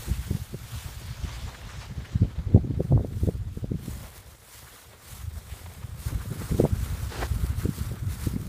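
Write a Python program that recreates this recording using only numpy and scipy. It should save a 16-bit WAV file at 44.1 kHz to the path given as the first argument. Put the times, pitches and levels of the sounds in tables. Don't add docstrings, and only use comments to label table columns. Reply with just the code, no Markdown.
import sys
import numpy as np
from scipy import signal
from scipy.fft import rfft, irfft
from scipy.io import wavfile
from scipy.ndimage import uniform_filter1d

SR = 44100
rng = np.random.default_rng(int(sys.argv[2]) if len(sys.argv) > 2 else 0)


def dump_mix(stems):
    frames = np.atleast_2d(stems).T
    limited = np.clip(frames, -1, 1)
    pcm = np.round(limited * 32767).astype(np.int16)
    wavfile.write(sys.argv[1], SR, pcm)


N = 373968
TIME, HZ = np.arange(N) / SR, np.fft.rfftfreq(N, 1 / SR)

# peak_s, level_db, half_length_s
GRASS_WAVES = [(0, -46, 0.12), (.32, -49.5, 0.11), (.8, -49.5, 0.16), (1.38, -58, 0.13),
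               (2.85, -59.5, 0.046), (3.08, -62.5, 0.054), (3.23, -53, 0.057), (3.57, -60.5, 0.047),
               (3.9, -50, 0.064), (4.03, -51.5, 0.069), (4.17, -50, 0.024), (4.31, -56.5, 0.05),
               (4.56, -50, 0.072), (4.76, -52, 0.063), (5.12, -47.5, 0.061), (5.38, -53, .028),
               (5.56, -51, 0.069), (5.75, -55.5, 0.058), (6.06, -45.5, 0.046), (6.23, -52, 0.073),
               (6.33, -50, 0.02), (6.44, -45.5, 0.056), (6.59, -47, 0.045), (6.85, -47.5, 0.091),
               (7.02, -49.5, 0.041), (7.27, -49, 0.11), (7.45, -49.5, 0.033), (7.61, -46, 0.031),
               (7.79, -46.5, 0.071), (8.125, -46.5, 0.026), (8.25, -44.5, 0.044), (8.42, -56, 0.038)]
# time_s, level_db
WIND_STRENGTH = [(0, -39), (.33, -38), (.55, -43.5), (.9, -38), (1.6, -40), (2.3, -38), (2.6, -37),
                 (3.3, -37.5), (3.9, -38.5), (4.36, -56.5), (4.7, -54), (5.07, -57.5), (5.15, -44),
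                 (5.95, -44.5), (6.62, -31.5), (7.1, -38), (7.45, -34.5), (8.48, -34.5)]
# time_s, level_db, low_hz (lower if big), top_hz (higher if sharp)
EDDIES = [(0.087, -33.5, 60, 463), (0.117, -22.5, 40, 163), (0.313, -26.5, 56.5, 460),
          (0.351, -25, 42, 244), (0.545, -31, 68.4, 466), (1.245, -28.5, 40, 214), (1.983, -30.5, 40, 250),
          (2.158, -20.5, 40, 204), (2.221, -17, 85, 278), (2.233, -26, 40, 580), (2.396, -25.5, 56, 147),
          (2.474, -26.5, 60, 120), (2.548, -11, 38, 405), (2.563, -17, 55, 650), (2.649, -29.5, 150, 330),
          (2.709, -24, 198, 250), (2.778, -29, 105, 207), (2.806, -21.5, 111, 554), (2.885, -47, 40, 190),
          (2.924, -21, 74, 786), (2.942, -24, 70, 387), (2.961, -20, 40, 350), (2.977, -24.5, 39.7, 1010),
          (2.996, -27, 40.3, 670), (3.009, -26, 40, 600), (3.048, -29.5, 91, 615), (3.125, -35, 91, 370),
          (3.171, -38, 45, 475), (3.235, -21.5, 40, 420), (3.276, -24, 45, 520), (3.289, -22.5, 139, 555),
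          (3.355, -35.5, 40, 480), (3.574, -31, 74, 450), (3.644, -27.5, 42, 610), (3.719, -24.5, 100, 384),
          (3.756, -29, 140, 200), (3.883, -32, 74.4, 430), (5.134, -39.5, 40, 120), (5.281, -31.5, 69, 111),
          (5.373, -37.5, 40, 111), (5.526, -34.5, 40, 116), (5.649, -38.5, 79, 112),
          (5.847, -33.5, 60, 148), (6.071, -26.5, 40, 153), (6.16, -25, 40, 173), (6.419, -30.5, 60, 563),
          (6.523, -23.5, 56, 390), (6.547, -23, 42, 420), (6.602, -15.5, 230, 494),
          (6.641, -18.5, 130, 547), (6.653, -22, 110, 920), (6.733, -21, 39.7, 252), (6.83, -26.5, 40, 147),
          (7.031, -28.5, 69, 130), (7.319, -24, 40, 138), (7.369, -29.5, 40, 233), (7.439, -22.5, 42, 129),
          (7.657, -22, 98, 396), (7.693, -23.5, 210, 266), (7.917, -32.5, 56, 385), (8.272, -23, 85.5, 380),
          (8.339, -31, 130, 307), (8.365, -25, 170, 300)]


def gain_of(db):
    return 10 ** (np.asarray(db) / 20)


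def unit_level(x):
    return x / np.sqrt(np.mean(x ** 2) + 1e-20)


def follow(curve):
    return gain_of(np.interp(TIME, *np.transpose(curve)))


def swells(rows, fall_stretch=1.26, roundness=1.59):
    t, power = TIME[::64], 0
    for peak_s, db, half_length_s in rows:
        away = abs(t - peak_s) / (half_length_s * np.where(t < peak_s, 1, fall_stretch))
        power = power + gain_of(db) ** 2 * np.exp(-away ** roundness)
    return np.interp(TIME, t, np.sqrt(power))


def tone_gains(tone):
    hz, db = np.transpose(tone)
    return gain_of(np.interp(np.log(HZ + 1), np.log(hz), db))


def coloured(x, tone):
    return unit_level(irfft(rfft(x) * tone_gains(tone), N))


def wander(rate_hz):
    return unit_level(irfft(rfft(rng.standard_normal(N)) / (1 + (HZ / rate_hz) ** 4), N))


def band_noise(size, centre_hz, width_octaves):
    hz = np.fft.rfftfreq(size, 1 / SR)
    band = 1 / (1 + (np.log2((hz + 1) / centre_hz) / width_octaves) ** 2)
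    return unit_level(irfft(rfft(rng.standard_normal(size)) * band, size))


def patchy_noise(patch_db):
    slices = signal.stft(rng.standard_normal(N), nperseg=512, noverlap=384)[2]
    patches = uniform_filter1d(rng.standard_normal(slices.shape), size=7, axis=0)
    patches = uniform_filter1d(patches, size=14, axis=1)
    slices = slices * gain_of(patch_db * unit_level(patches))
    return unit_level(signal.istft(slices, nperseg=512, noverlap=384)[1][:N])


def ticks(per_s, spread_db):
    sizes = gain_of(spread_db * np.minimum(rng.exponential(1, N), 4))
    clicks = sizes * rng.standard_normal(N).clip(-1, 1)
    return unit_level(clicks * (rng.random(N) < per_s / SR))


def slope_roar(level_db=4, swirl_db=2.8, wave_db=-16):
    # time_s, level_db
    airflow = [(0, -62), (.3, -69), (.85, -68), (1.4, -57), (1.9, -57), (2.67, -63), (3.75, -67.5),
               (4.04, -57.5), (4.4, -65), (4.7, -60), (5.35, -62), (5.67, -56.5), (5.95, -61.5),
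               (6.2, -59.5), (7.05, -53), (7.4, -57.5), (8.48, -61.5)]
    # pitch_hz, level_db
    roar_tone = [(60, -5), (250, 5.5), (480, 6), (750, 2.5), (1000, 1.5), (1400, -2.5), (2100, 0.5),
                 (2700, -7.5), (3600, -4.5), (8000, -28), (15000, -41)]
    roar = coloured(patchy_noise(patch_db=1.3), roar_tone)
    strength = np.hypot(follow(airflow), gain_of(wave_db) * swells(GRASS_WAVES))
    return gain_of(level_db) * strength * roar * gain_of(swirl_db * wander(rate_hz=53))


def hollow_rush(swirl_db=2.5):
    # time_s, level_db
    strength = [(5.9, -68), (6.3, -55), (7.1, -56), (7.5, -55.5), (8.48, -58)]
    rush = band_noise(N, centre_hz=1330, width_octaves=0.33)
    return follow(strength) * rush * gain_of(swirl_db * wander(rate_hz=20))


def grass_hiss(level_db=3, flutter_db=0.98, tick_db=-13):
    # time_s, level_db
    stir = [(0, -61), (1.8, -62.5), (2.6, -67.5), (3.7, -66.5), (4.3, -61.5), (5.9, -58.5), (6.6, -56.5),
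            (8.48, -56.5)]
    # pitch_hz, level_db
    blade_tone = [(300, -20), (1000, 2), (2200, -1), (4000, 0.5), (6000, -0.5), (8300, 1.8), (11500, 0),
                  (15000, -0.5)]
    brush = patchy_noise(patch_db=1.4) + gain_of(tick_db) * ticks(per_s=350, spread_db=7.0)
    bending = np.hypot(follow(stir), swells(GRASS_WAVES))
    flutter = gain_of(flutter_db * wander(rate_hz=75))
    return gain_of(level_db) * bending * coloured(brush, blade_tone) * flutter


def wing_rustle(level_db=2, flutter_db=0.77, crinkle_db=-12):
    # time_s, level_db
    rush = [(0, -57), (1.95, -59), (3.1, -67.5), (3.8, -63), (4.6, -100)]
    # peak_s, level_db, half_length_s
    billows = [(0, -51.5, 0.13), (.79, -49.5, 0.093), (1.07, -51.5, 0.081), (1.32, -48, .1),
               (1.51, -53, 0.064), (1.71, -49.5, 0.055), (1.825, -48.5, 0.027), (2.1, -55, 0.072)]
    # pitch_hz, level_db
    cloth_tone = [(200, -21), (600, 0.5), (1500, 0), (2400, -2), (3400, -0.5), (5000, -4), (7000, -6),
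                  (10000, -17.5), (15000, -28)]
    rustle = patchy_noise(patch_db=2.2) + gain_of(crinkle_db) * ticks(per_s=580, spread_db=5.0)
    motion = np.hypot(follow(rush), swells(billows))
    flutter = gain_of(flutter_db * wander(rate_hz=22))
    return gain_of(level_db) * motion * coloured(rustle, cloth_tone) * flutter


def cloth_flaps(level_db=-1, rise_share=0.91, size=4096):
    # peak_s, level_db, pitch_hz, half_length_s
    flaps = [(0.243, -47, 1590, .01), (1.488, -45, 1000, .014), (1.55, -43, 1500, 0.0066),
             (1.702, -47, 1400, .016), (1.822, -46.5, 1400, .012), (2.054, -43.5, 1700, .007),
             (4.06, -50, 770, 0.019), (4.679, -51, 1300, .013), (4.785, -53, 1300, 0.0099),
             (4.938, -52.5, 430, 0.0065), (5.21, -52, 1200, .018), (5.52, -49.5, 2200, .013),
             (5.831, -47.5, 1090, 0.0065), (6.091, -45, 1170, 0.016), (6.212, -45, 1180, 0.012),
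             (6.422, -45, 1200, .02), (7.616, -46.5, 1400, 0.016), (8.243, -49, 1390, 0.012)]
    out, t = np.zeros(N), (np.arange(size) - size // 2) / SR
    for peak_s, db, pitch_hz, half_length_s in flaps:
        puff = band_noise(size, pitch_hz, width_octaves=0.65)
        away = t / (half_length_s * np.where(t < 0, rise_share, 1))
        add(out, peak_s + t[0], gain_of(db + level_db) * puff * np.exp(-.5 * away ** 2))
    return out


def add(mix, start_s, sound):
    start = round(start_s * SR)
    part = mix[max(start, 0):start + len(sound)]
    part += sound[max(-start, 0):][:len(part)]


def gust_rasp(hiss_db=-41, hiss_growth=0.28):
    # time_s, level_db
    jet = [(7.09, -57), (7.125, -39), (7.165, -41.5), (7.19, -39), (7.218, -33), (7.229, -24.5),
           (7.243, -37), (7.27, -44)]
    # pitch_hz, level_db
    rasp_tone = [(100, -30), (250, 3), (350, 7.5), (470, 1), (650, -2.5), (800, 1), (1050, -4.5),
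                 (1650, -2.5), (2400, -13), (4500, -43), (15000, -52)]
    hiss_tone = [(800, -19), (2500, 0.5), (5000, -0.5), (8000, -6.5), (15000, -16)]
    force = follow(jet) * ((TIME > jet[0][0]) & (TIME < jet[-1][0]))
    tearing = rng.standard_normal(N) + ticks(per_s=430, spread_db=0)
    hiss = coloured(rng.standard_normal(N), hiss_tone)
    hiss_strength = gain_of(hiss_db) * (force / force.max()) ** hiss_growth
    return force * coloured(tearing, rasp_tone) + hiss_strength * hiss


def whirl_train(level_db=-1, wobble=0.058):
    # time_s, level_db, whirls_per_s
    train = [(2.895, -44, 126), (2.912, -19, 146), (2.935, -15.5, 126), (2.96, -18, 100), (2.985, -35, 105),
             (3.02, -45, 140)]
    time_s, db, whirls_per_s = np.transpose(train)
    pitch_hz = np.interp(TIME, time_s, whirls_per_s) * (1 + wobble * wander(rate_hz=72))
    turns = np.cumsum(pitch_hz) / SR
    blowing = (TIME > time_s[0]) & (TIME < time_s[-1])
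    strength = gain_of(level_db + np.interp(TIME, time_s, db)) * blowing
    return strength * np.sqrt(2) * np.sin(2 * np.pi * (turns + rng.random()))


def small_whirls(level_db=-53, breeze_db=-38.5, growth=2.3, flutter_db=6.0):
    # peak_s, level_db, half_length_s
    flurries = [(2.674, -35, 0.032), (3.046, -38, 0.048), (3.808, -39, 0.077), (6.114, -36.5, 0.046),
                (6.333, -35, 0.021)]
    whirl_tone = [(50, -16), (125, 6), (200, 4), (330, -3.0), (500, -14.5), (750, -24.5),
                  (1100, -40), (2000, -82)]
    lag_s, trail_db, half_length_s, sharp_hz = 0.0055, -17, 0.03, 300
    whirls = coloured(rng.standard_normal(N), whirl_tone)
    flutter = gain_of(flutter_db * wander(rate_hz=46))
    steady = gain_of(level_db) * (follow(WIND_STRENGTH) / gain_of(breeze_db)) ** growth
    trails = []
    for time_s, db, _, top_hz in EDDIES:
        dullness_db = 20 * np.log10(min(top_hz / sharp_hz, 1))
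        trails.append((time_s + lag_s, db + trail_db + dullness_db, half_length_s))
    return np.hypot(steady, swells(trails + flurries)) * unit_level(whirls * flutter)


def wind_rumble(level_db=1, puff_db=8.5):
    # pitch_hz, level_db
    rumble_tone = [(15, -49), (25, -2.5), (40, -3), (62, 1), (85, -1), (115, -1), (165, -13), (250, -19),
                   (400, -40), (700, -54), (1500, -88)]
    puffs = gain_of(puff_db * np.tanh(wander(rate_hz=14) / 1.4))
    roll = coloured(rng.standard_normal(N), rumble_tone)
    roll = roll / np.sqrt(uniform_filter1d(roll ** 2, size=6000) + 1e-6)
    return gain_of(level_db) * follow(WIND_STRENGTH) * unit_level(roll * puffs)


def eddy_thumps(wake_gain=0.69, wake_s=0.009, wake_top_share=0.83, bass_cut_hz=45, size=8192):
    out, hz, t = np.zeros(N), np.fft.rfftfreq(size, 1 / SR), (np.arange(size) - size // 2) / SR
    bass_cut = 1 / np.sqrt(1 + (bass_cut_hz / (hz + 1)) ** 6)
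    click = rfft(1. * (t == 0))
    scale = np.sqrt(0.02 * SR / size)
    for time_s, db, low_hz, top_hz in EDDIES:
        tone = bass_cut * (hz / low_hz) ** 2 / (1 + (hz / low_hz) ** 2) ** 1.562
        swing_tone = tone / np.sqrt(1 + (hz / top_hz) ** 10)
        wake_tone = tone / np.sqrt(1 + (hz / (top_hz * wake_top_share)) ** 10)
        swing = irfft(swing_tone * click * np.exp(2j * np.pi * rng.random()))
        burst = rng.standard_normal(size) * np.exp(-.5 * (t / wake_s) ** 2)
        wake = irfft(wake_tone * rfft(burst))
        thump = unit_level(unit_level(swing) + wake_gain * unit_level(wake))
        add(out, time_s + t[0], gain_of(db) * thump * scale)
    return out


def scene():
    on_microphone = wind_rumble() + small_whirls() + eddy_thumps() + whirl_train() + gust_rasp()
    return (on_microphone + grass_hiss() + wing_rustle() + cloth_flaps() + slope_roar() + hollow_rush())[None]


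def record(dry, top_hz=15450):
    # pitch_hz, level_db
    microphone_tone = [(20, -14), (60, 3), (120, 1), (190, 0), (270, -3.5), (360, -2), (470, 1), (620, 0),
                       (800, 0.5), (16000, -1)]
    heard = irfft(rfft(dry) * tone_gains(microphone_tone), N)
    treble_cut = signal.firwin(511, top_hz, window=("kaiser", 9), fs=SR)
    return signal.oaconvolve(heard, treble_cut[None], "same")


dry = scene()
out = record(dry)
dump_mix(out)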